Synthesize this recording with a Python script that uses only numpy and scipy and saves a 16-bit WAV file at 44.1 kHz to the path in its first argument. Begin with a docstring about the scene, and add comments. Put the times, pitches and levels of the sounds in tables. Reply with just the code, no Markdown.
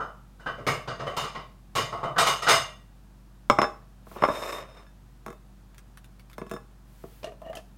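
"""First you hear plates clatter across a small kitchen, as one is drawn from the stack.
It is set down close by on a wooden counter, where china and wood ring, and grinds as it is pushed along.
Light knocks, finger ticks and soft brushing follow. Last, a glass jar is nudged and judders,
sticking and slipping on the wood. A fridge hums underneath it all."""
import sys
import numpy as np
from scipy import signal
from scipy.fft import rfft, irfft, next_fast_len
from scipy.io import wavfile

SR = 44100
rng = np.random.default_rng(int(sys.argv[2]) if len(sys.argv) > 2 else 0)


def wrap_up_sound(samples):
    """Save the sound to the file named by the first command line argument, as 16-bit audio."""
    columns = np.atleast_2d(samples).T
    # keep every value between -1 and 1, then stretch to whole-number steps
    tamed = np.clip(columns, -1, 1)
    steps = np.round(tamed * 32767).astype(np.int16)
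    wavfile.write(sys.argv[1], SR, steps)


N = 342657
TIME = np.arange(N) / SR   # seconds since the scene began
AGE = np.arange(int(0.8 * SR)) / SR   # seconds since a single blow began

# The tones of the filled glass jar. Each row: pitch in Hz, level in dB, seconds to fade by 60 dB.
JAR_TONES = [(653, 7, 0.061), (738, -1.5, 0.062), (1180, -11, 0.074), (1847, -7.5, 0.075),
             (2880, -2.5, 0.028), (4200, -22, 0.13), (5940, -24.5, 0.035), (7400, -31.5, .03)]


def from_db(db):
    """Turn decibels into a factor to multiply by."""
    return 10 ** (np.asarray(db) / 20)


def unit(x):
    """Scale a sound to an energy of one."""
    return x / np.sqrt(np.sum(x ** 2) + 1e-20)


def steady(x):
    """Scale a scene-long sound to an average (rms) level of one."""
    return unit(x) * np.sqrt(N)


def at_hz(points, hz):
    """Read between the rows of a table, with octaves evenly spaced."""
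    row_hz, values = np.transpose(points)
    return np.interp(np.log(np.maximum(hz, 1)), np.log(row_hz), values)


def butter(x, hz, kind, order=2):
    """Keep the "low" or the "high" side of a frequency."""
    return signal.sosfilt(signal.butter(order, hz, kind, fs=SR, output="sos"), x)


def coloured(x, spectrum):
    """Shape bass and treble by rows of Hz and dB; the filter is minimum-phase, so nothing sounds early."""
    size = next_fast_len(len(x)) * 2
    gains = from_db(at_hz(spectrum, np.arange(size // 2 + 1) * SR / size))
    cepstrum = irfft(np.log(gains))
    cepstrum[1:size // 2] *= 2
    cepstrum[size // 2 + 1:] = 0
    return irfft(rfft(x, size) * np.exp(rfft(cepstrum)))[:len(x)]


def fade(t60):
    """A smooth dying away, 60 dB down after t60 seconds (the fade time)."""
    return np.exp(-np.log(1000) * np.minimum(AGE / t60, 4))


def burst(t60):
    """A puff of noise that dies away."""
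    return unit(rng.standard_normal(len(AGE)) * fade(t60))


def note(hz, t60):
    """One pure tone that dies away."""
    return np.sin(2 * np.pi * hz * AGE) * fade(t60)


def ring(tones, spread_db, pitch=1):
    """A struck object sounds many tones at once; spread_db varies their levels from blow to blow."""
    gains = from_db(min(spread_db, 3) * rng.standard_normal(len(tones)))
    return sum((-1) ** k * gains[k] * from_db(db) * unit(note(hz * pitch, t60))
               for k, (hz, db, t60) in enumerate(tones))


def contact(x, contact_ms, q, edge_db):
    """A touch acts like a spring: a longer one dulls the blow, except for a faint hard edge."""
    spring_hz = min(1000 / contact_ms, 0.4 * SR)
    w = 2 * SR * np.tan(np.pi * spring_hz / SR)
    spring = signal.bilinear([w * w], [1, w / q, w * w], SR)   # a higher q rings more
    return signal.lfilter(*spring, x) - from_db(edge_db) * x


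def room(x, build_s):
    """The kitchen's echo swells briefly, then each octave dies at its own pace."""
    # How long the echo lasts. Each row: frequency in Hz, fade time in seconds.
    echo_times = [(100, .42), (300, .35), (1000, .37), (3000, .35), (7000, .33), (15000, .28)]
    hz = np.arange(len(AGE) // 2 + 1) * SR / len(AGE)
    noise = np.exp(2j * np.pi * rng.random(len(hz)))
    octave = np.round(np.log2(np.clip(hz, 125, 16000) / 125))
    tail = sum(irfft(noise * (octave == k), len(AGE)) * fade(at_hz(echo_times, 125 * 2 ** k))
               for k in range(8))
    swell = 1 - np.exp(-AGE / build_s)
    return signal.fftconvolve(x, unit(tail * swell))[:len(x)]


def near(x, wall_db, wall_t60, room_db):
    """A close sound, its quick bounces off tiles and appliances, then the room's echo."""
    # The echo as heard at the counter. Each row: frequency in Hz, level in dB.
    echo_colour = [(100, 0), (600, -2), (1200, -2.5), (3000, -4.5), (12000, 2.5)]
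    walls = signal.fftconvolve(x, unit(burst(wall_t60) * AGE))[:len(x)]
    echo = coloured(room(x, build_s=0.0059), echo_colour)
    return x + from_db(wall_db) * walls + from_db(room_db) * echo


def add(out, start_s, db, blow):
    """Lay a blow into the track; db is the average (rms) level of its first 30 ms."""
    start, head = round(start_s * SR), int(0.03 * SR)
    blow = blow[:N - start] * from_db(db) / np.sqrt(np.mean(blow[:head] ** 2))
    out[start:start + len(blow)] += blow


def rubbing(strokes, peak_share, power):
    """Rubbing gets louder with speed; each stroke is fastest at peak_share of its length."""
    loudness = 0
    for start, length, db in strokes:
        moments = [start, start + length * peak_share, start + length]
        speed = np.sin(np.interp(TIME, moments, [0, np.pi / 2, 0])) ** 2
        loudness += from_db(db) * speed ** power
    return loudness


def room_noise():
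    """The faint, even rush of a quiet kitchen."""
    # The colour of that noise. Each row: frequency in Hz, level in dB.
    air_colour = [(53, -54), (90, -3.5), (109, -2.5), (201, -7.5), (272, -18.5), (345, -17.5), (368, -20.5),
                  (804, -20), (1680, -26), (2130, -32), (2380, -31), (4260, -34), (16000, -40.5)]
    air = coloured(rng.standard_normal(N), air_colour)
    return from_db(-64.5) * air / np.std(butter(air, 400, "high"))   # sets the level above 400 Hz


def fridge():
    """The fridge's compressor hums, with slightly wavering overtones."""
    # The tones of the hum. Each row: pitch in Hz, average level in dB.
    hum_tones = [(48.4, -52), (123.8, -63), (145.3, -73.5), (172.3, -79.5), (193.8, -64), (247.6, -70.5),
                 (296.1, -74.5), (344.5, -75)]
    hum = 0
    for k, (hz, db) in enumerate(hum_tones):
        waver = (0.6 if k else 0.03) * steady(butter(rng.standard_normal(N), 3, "low"))
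        phase = 2 * np.pi * (hz * TIME + rng.random()) + waver
        hum += np.sqrt(2) * from_db(db) * np.sin(phase)
    return hum


def hand_brushes():
    """A hand sweeps over the counter with a soft rustle."""
    # The sweeps. Each row: start in seconds, length in seconds, level in dB at top speed.
    sweeps = [(4.05, 0.14, -55.5), (6.84, 0.41, -60.5), (7.48, 0.3, -78)]
    # Skin on wood. Each row: frequency in Hz, level in dB.
    skin_colour = [(500, -12.5), (1400, 1), (3500, -2.5), (6500, -6.5), (16000, -2.5)]
    rustle = steady(coloured(rng.standard_normal(N), skin_colour))
    return rustle * rubbing(sweeps, peak_share=0.81, power=0.32)


def finger_ticks():
    """Fingers make dry little ticks as they handle things."""
    # The ticks. Each row: start in seconds, level in dB.
    ticks = [(5.7453, -63), (5.781, -54.5), (5.973, -53), (6.044, -59.5), (6.1958, -59.5), (6.2986, -60),
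             (6.315, -63), (6.3312, -56.5), (6.496, -56.5)]
    # The colour of a tick. Each row: frequency in Hz, level in dB.
    tick_colour = [(500, -5), (1400, 4), (3500, -2), (6000, -9), (16000, -11)]
    out = np.zeros(N)
    for start_s, db in ticks:
        tick = coloured(burst(t60=0.017), tick_colour)
        add(out, start_s, db, near(tick, wall_db=-2, wall_t60=0.042, room_db=-20.5))
    return out


def crack(t60):
    """The short, noisy crack of something hard meeting wood."""
    # The colour of the crack. Each row: frequency in Hz, level in dB.
    crack_colour = [(60, -15.5), (190, 0.5), (1200, 3), (1700, -8.5), (2200, -5), (3300, -10.5),
                    (4700, -19.5), (6800, -11.5), (9000, -17.5), (16000, -12.5)]
    return unit(coloured(burst(t60), crack_colour))


def jar_groan():
    """Rubbing on the wood keeps the jar groaning between its slips."""
    # The drags. 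Each row: start in seconds, length in seconds, level in dB at top speed.
    drags = [(7.225, 0.12, -45), (7.43, 0.12, -42)]
    glass = signal.fftconvolve(rng.standard_normal(N), ring(JAR_TONES, spread_db=0))[:N]
    groan = steady(butter(glass, 1200, "low", order=1))
    return groan * rubbing(drags, peak_share=0.45, power=0.65)


def jar_judder():
    """The jar sticks and slips, its pitch shifting with the grip; its filling soon stills the glass."""
    # The slips. Each row: start in seconds, level in dB, contact time in ms, pitch factor.
    slips = [(7.231, -46, 0.27, 0.86), (7.243, -36, 0.19, 0.98), (7.272, -45, 0.37, 0.65),
             (7.320, -50, 1.5, 0.89), (7.417, -44.5, 1.35, .95), (7.463, -43, 1.3, .95),
             (7.498, -40, 1.7, 0.98), (7.530, -46, 0.51, 1.11), (7.553, -43.5, 0.089, 1.07),
             (7.570, -42, 0.21, 0.94)]
    out = np.zeros(N)
    for start_s, db, contact_ms, pitch in slips:
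        scuff = from_db(2.5) * crack(t60=0.079) + from_db(5) * burst(t60=0.049)
        glass = ring(JAR_TONES, spread_db=3, pitch=pitch)
        blow = contact(scuff + glass, contact_ms, q=1, edge_db=-24.5)
        add(out, start_s, db, near(blow, wall_db=-6.5, wall_t60=0.062, room_db=-9.5))
    return out


def stack_chimes():
    """Single dishes in the far stack ring on with clear notes."""
    # The notes. Each row: start in seconds, level in dB, pitch in Hz, fade time in seconds.
    chimes = [(0.0, -57.5, 3020, .12), (0.463, -49.5, 3020, .12), (0.880, -50.5, 4670, .12),
              (1.065, -45, 3020, .12), (1.166, -52, 2820, .5), (2.031, -51.5, 3006, .12),
              (2.504, -49.5, 1916, .5), (2.504, -48, 2800, .5)]
    out = np.zeros(N)
    for start_s, db, hz, t60 in chimes:
        add(out, start_s, db, room(note(hz, t60), build_s=0.002))
    return out


def stack_clatter():
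    """At each knock two slightly unlike plates clack and ring on a shelf, heard mostly as echo."""
    # The knocks. Each row: start in seconds, level in dB, contact time in ms, bass boost in dB,
    # clack pitch in Hz (set by the spot touched), clack level in dB within the knock.
    knocks = [(0.0, -30.5, 1, -4, 1376, 10), (0.397, -50, 0.088, 11, 1500, 7.5),
              (0.461, -30, 0.43, 8, 1540, 4), (0.582, -40.5, 1, 12, 635, -10),
              (0.667, -22.5, 0.061, 14, 2210, 0), (0.876, -32.5, 0.19, 13, 1510, 0),
              (0.995, -34.5, 0.15, 27, 637, -19), (1.066, -30.5, 0.91, -12, 676, -1),
              (1.167, -28, 0.053, 5, 1050, -7.5), (1.235, -34, 0.18, 5, 1210, -3),
              (1.349, -35.5, 0.27, 9, 1150, -1), (1.753, -25.5, 0.053, 3, 1150, -8.5),
              (1.778, -26.5, 0.12, 11, 670, -13), (1.923, -31.5, 0.99, 4, 1300, -4),
              (1.984, -43, 0.87, -2, 1110, 0), (2.031, -28.5, 0.74, 9, 1210, 1),
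              (2.162, -26.5, 0.63, -4, 1490, 4.5), (2.183, -18, 0.077, -3.5, 1274, -7.5),
              (2.266, -21.5, 0.064, -4, 1150, -3), (2.422, -30, 0.09, 1.5, 1330, -6.5),
              (2.468, -21, 0.22, -3.5, 1500, 1.5), (2.485, -16.5, 0.09, -8.5, 1180, -6.5),
              (2.504, -21, 0.047, 3, 2085, -7.5)]
    # The tones of the stacked plates. Each row: pitch in Hz, level in dB, fade time in seconds.
    plate_tones = [(617.5, -17.5, 0.32), (669, -14.5, 0.14), (1096, -12.5, 0.17), (1150, -11.5, 0.098),
                   (1318, -19, 0.04), (1500, -16.5, 0.062), (1915, -16.5, 0.12), (2060, -14, 0.05),
                   (2396, -21.5, 0.15), (2710, -21, 0.12), (2837, -16.5, 0.28), (2909, -15.5, 0.12),
                   (3020, -16, 0.18), (3554, -24, .45), (3700, -18.5, 0.26), (4750, -19.5, 0.15),
                   (5010, -20.5, .2), (5180, -16.5, 0.082), (6190, -23.5, .25), (6445, -17.5, 0.22),
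                   (7080, -23, .2), (7990, -29.5, 0.21), (8340, -22.5, 0.16), (8480, -22.5, 0.16),
                   (9260, -26.5, 0.19), (9900, -27, 0.17), (12660, -26, 0.22), (13160, -31, .15)]
    # The dull knock on the shelf. Each row: frequency in Hz, level in dB.
    shelf_colour = [(50, -28), (95, -5.5), (135, 3.5), (190, -10.5), (300, -12), (450, -0.5), (800, -5),
                    (1250, 1.5), (1750, -7.5), (4000, -7.5), (6500, -15), (10500, -23), (13000, -23.5),
                    (16000, -28.5)]
    click = 1.0 * (AGE == 0)
    shelf = unit(coloured(click, shelf_colour))
    out = np.zeros(N)
    for start_s, db, contact_ms, bass_db, clack_hz, clack_db in knocks:
        pitches = 1 + 0.007 * rng.standard_normal(2)
        pair = sum(ring(plate_tones, spread_db=2.5, pitch=pitch) for pitch in pitches)
        clack = from_db(clack_db) * unit(note(clack_hz, t60=0.018))
        blow = shelf + clack + from_db(-1) * pair
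        blow += (from_db(bass_db) - 1) * butter(blow, 350, "low", order=1)   # weight lifts the bass
        blow = contact(blow, contact_ms, q=0.76, edge_db=-23)
        add(out, start_s, db, room(blow, build_s=0.0023) + from_db(-15.5) * blow)
    return out


def plate_slide():
    """The plate's rough foot catches on the wood grain in spurts and sets the rim singing and hissing."""
    # The pushes. Each row: start and length in seconds, then grinding and hiss in dB at top speed.
    pushes = [(4.115, 0.55, -36, -50.5), (4.547, 0.33, -53.5, -80)]
    # The colours of the grinding and of the hiss. Each row: frequency in Hz, level in dB.
    grind_colour = [(80, -26), (200, -12.5), (400, 2), (620, 6), (800, -4), (1130, 4.5), (1600, -6.5),
                    (2500, -7.5), (4200, -23.5), (7000, -24), (16000, -49)]
    hiss_colour = [(2500, -22), (5500, -0.5), (8000, 0), (10300, -9), (11800, 1.5), (16000, -16.5)]
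    # The tones of the rubbed plate. Each row: pitch in Hz, level in dB, fade time in seconds.
    singing_tones = [(1770, -23, 0.087), (3580, -16.5, .025), (3653, -10, 0.029), (5186, -18.5, 0.094),
                     (5300, -19, 0.05), (8800, -25, .03), (9400, -29.5, 0.063)]
    catches_per_s, peak_share = 3500, 0.72
    grinds = [(start, length, db) for start, length, db, _ in pushes]
    hisses = [(start, length, db) for start, length, _, db in pushes]
    spurts = from_db(1.5 * steady(butter(rng.standard_normal(N), 45, "low")))
    catches = (rng.random(N) < catches_per_s / SR) * rng.standard_normal(N) * spurts
    grind = steady(coloured(catches, grind_colour))
    singing = signal.fftconvolve(catches / np.std(catches), ring(singing_tones, spread_db=0))[:N]
    hiss = steady(coloured(rng.standard_normal(N) * np.sqrt(spurts), hiss_colour))
    return (grind * rubbing(grinds, peak_share, power=0.42)
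            + singing * rubbing(grinds, peak_share, power=0.72)
            + hiss * rubbing(hisses, peak_share, power=1))


def plate_knocks():
    """The plate meets the counter: a crack, a wooden knock, a low thud and a ring of china. Later, lighter
    knocks of a knife or cutlery on the counter and on the plate sound the same way."""
    # The knocks. Each row: start in seconds, level in dB, contact time in ms, thud and china ring
    # in dB within the knock, place struck from 0 (foot) to 1 (rim).
    knocks = [(3.499, -15, 0.22, 2, -11.5, 0), (3.587, -18, 0.29, 2.5, -7.5, 0),
              (3.6166, -23.5, 0.2, 4, -4, 0.05), (3.630, -24, .45, -15, -2, 0.1),
              (3.642, -27, .4, 1, 10, 0.7), (4.068, -50.5, 0.75, 11.5, -7.5, .1),
              (4.114, -48.5, .7, 9, -9, .1), (4.162, -40, 0.85, 11, -4, .5), (4.222, -24.5, .6, 2, 6, 0.25),
              (4.237, -17.5, 0.48, -30, -1, 0.027), (4.250, -24.5, 0.45, -21, 1, 0),
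              (4.286, -25.5, 1.1, -3, 13, 0.69), (4.3, -32, 1.6, -21, -4, .2),
              (4.866, -60.5, 0.2, 0, 20, 0.93), (5.263, -40, .07, 11, 5.5, 1),
              (5.282, -42, .12, 13.5, -7, 0.89), (5.303, -44.5, .08, 16, 8, 0.9),
              (5.328, -52, .05, -6, -9, 0.89), (6.381, -39.5, 0.083, 12.5, 5, 1),
              (6.416, -36.5, 0.25, 19.5, 4, 1), (6.466, -49, .1, 16.5, 8, 0.66),
              (6.513, -35, .07, 17, 10, 1), (6.537, -36.5, .07, 20, 12, 0.85),
              (6.564, -42.5, .2, 2, 9.5, 0.8), (7.039, -41, 0.65, 22.5, -9, 0.95)]
    # The wood under the plate, and the whole worktop flexing under its weight.
    # Each row: pitch in Hz, level in dB, fade time in seconds.
    wood_tones = [(607, -1, 0.033), (812, -8.5, 0.24), (1009, -0.5, 0.018), (1125, -1, 0.039),
                  (1181, -7, 0.11), (1310, -1.5, 0.014), (2100, -11.5, 0.017)]
    thud_tones = [(130, -20, 0.14), (209.8, -12, 0.075), (290, -16.5, 0.038), (374, -11.5, 0.055),
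                  (473, -14.5, 0.12), (658, -13.5, 0.034)]
    # The plate's tones. Each row: pitch in Hz, dB if struck on the foot, dB if struck on the rim,
    # fade time in seconds.
    plate_tones = [(1700, -23, -15, 0.11), (2600, -44, -25, 0.35), (3615, -20, -22.5, 0.24),
                   (5190, -27, -41, .1), (5290, -2, -26, 0.11), (6615, -27, -31.5, .2),
                   (7270, -21.5, -40, .25), (8830, -49, -32.5, .2), (8750, -41, -26.5, 0.11),
                   (9540, -11, -35, .08), (11700, -16, -43, 0.16), (14600, -13.5, -41, .13)]
    out = np.zeros(N)
    for start_s, db, contact_ms, thud_db, ring_db, place in knocks:
        struck_tones = [(hz, foot + place * (rim - foot), t60) for hz, foot, rim, t60 in plate_tones]
        impact = crack(t60=0.021)
        wood = ring(wood_tones, spread_db=0.5)
        thud = from_db(thud_db) * ring(thud_tones, spread_db=1)
        china = from_db(ring_db) * ring(struck_tones, spread_db=1)
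        blow = contact(impact + wood + thud + china, contact_ms, q=0.72, edge_db=-35.5)
        add(out, start_s, db, near(blow, wall_db=-9, wall_t60=0.045, room_db=-10.5))
    return out


def scene():
    """Add all the sounds into one channel."""
    dishes = stack_clatter() + stack_chimes() + plate_knocks() + plate_slide()
    jar = jar_judder() + jar_groan()
    hand = finger_ticks() + hand_brushes()
    return (dishes + jar + hand + fridge() + room_noise())[None]


def record(dry):
    """Round off the loudest peaks and cut the treble above 16000 Hz."""
    rounded = np.tanh(dry / 1.3) * 1.3
    return signal.sosfilt(signal.ellip(10, 0.1, 70, 16000, fs=SR, output="sos"), rounded)


dry = scene()
out = record(dry)
wrap_up_sound(out)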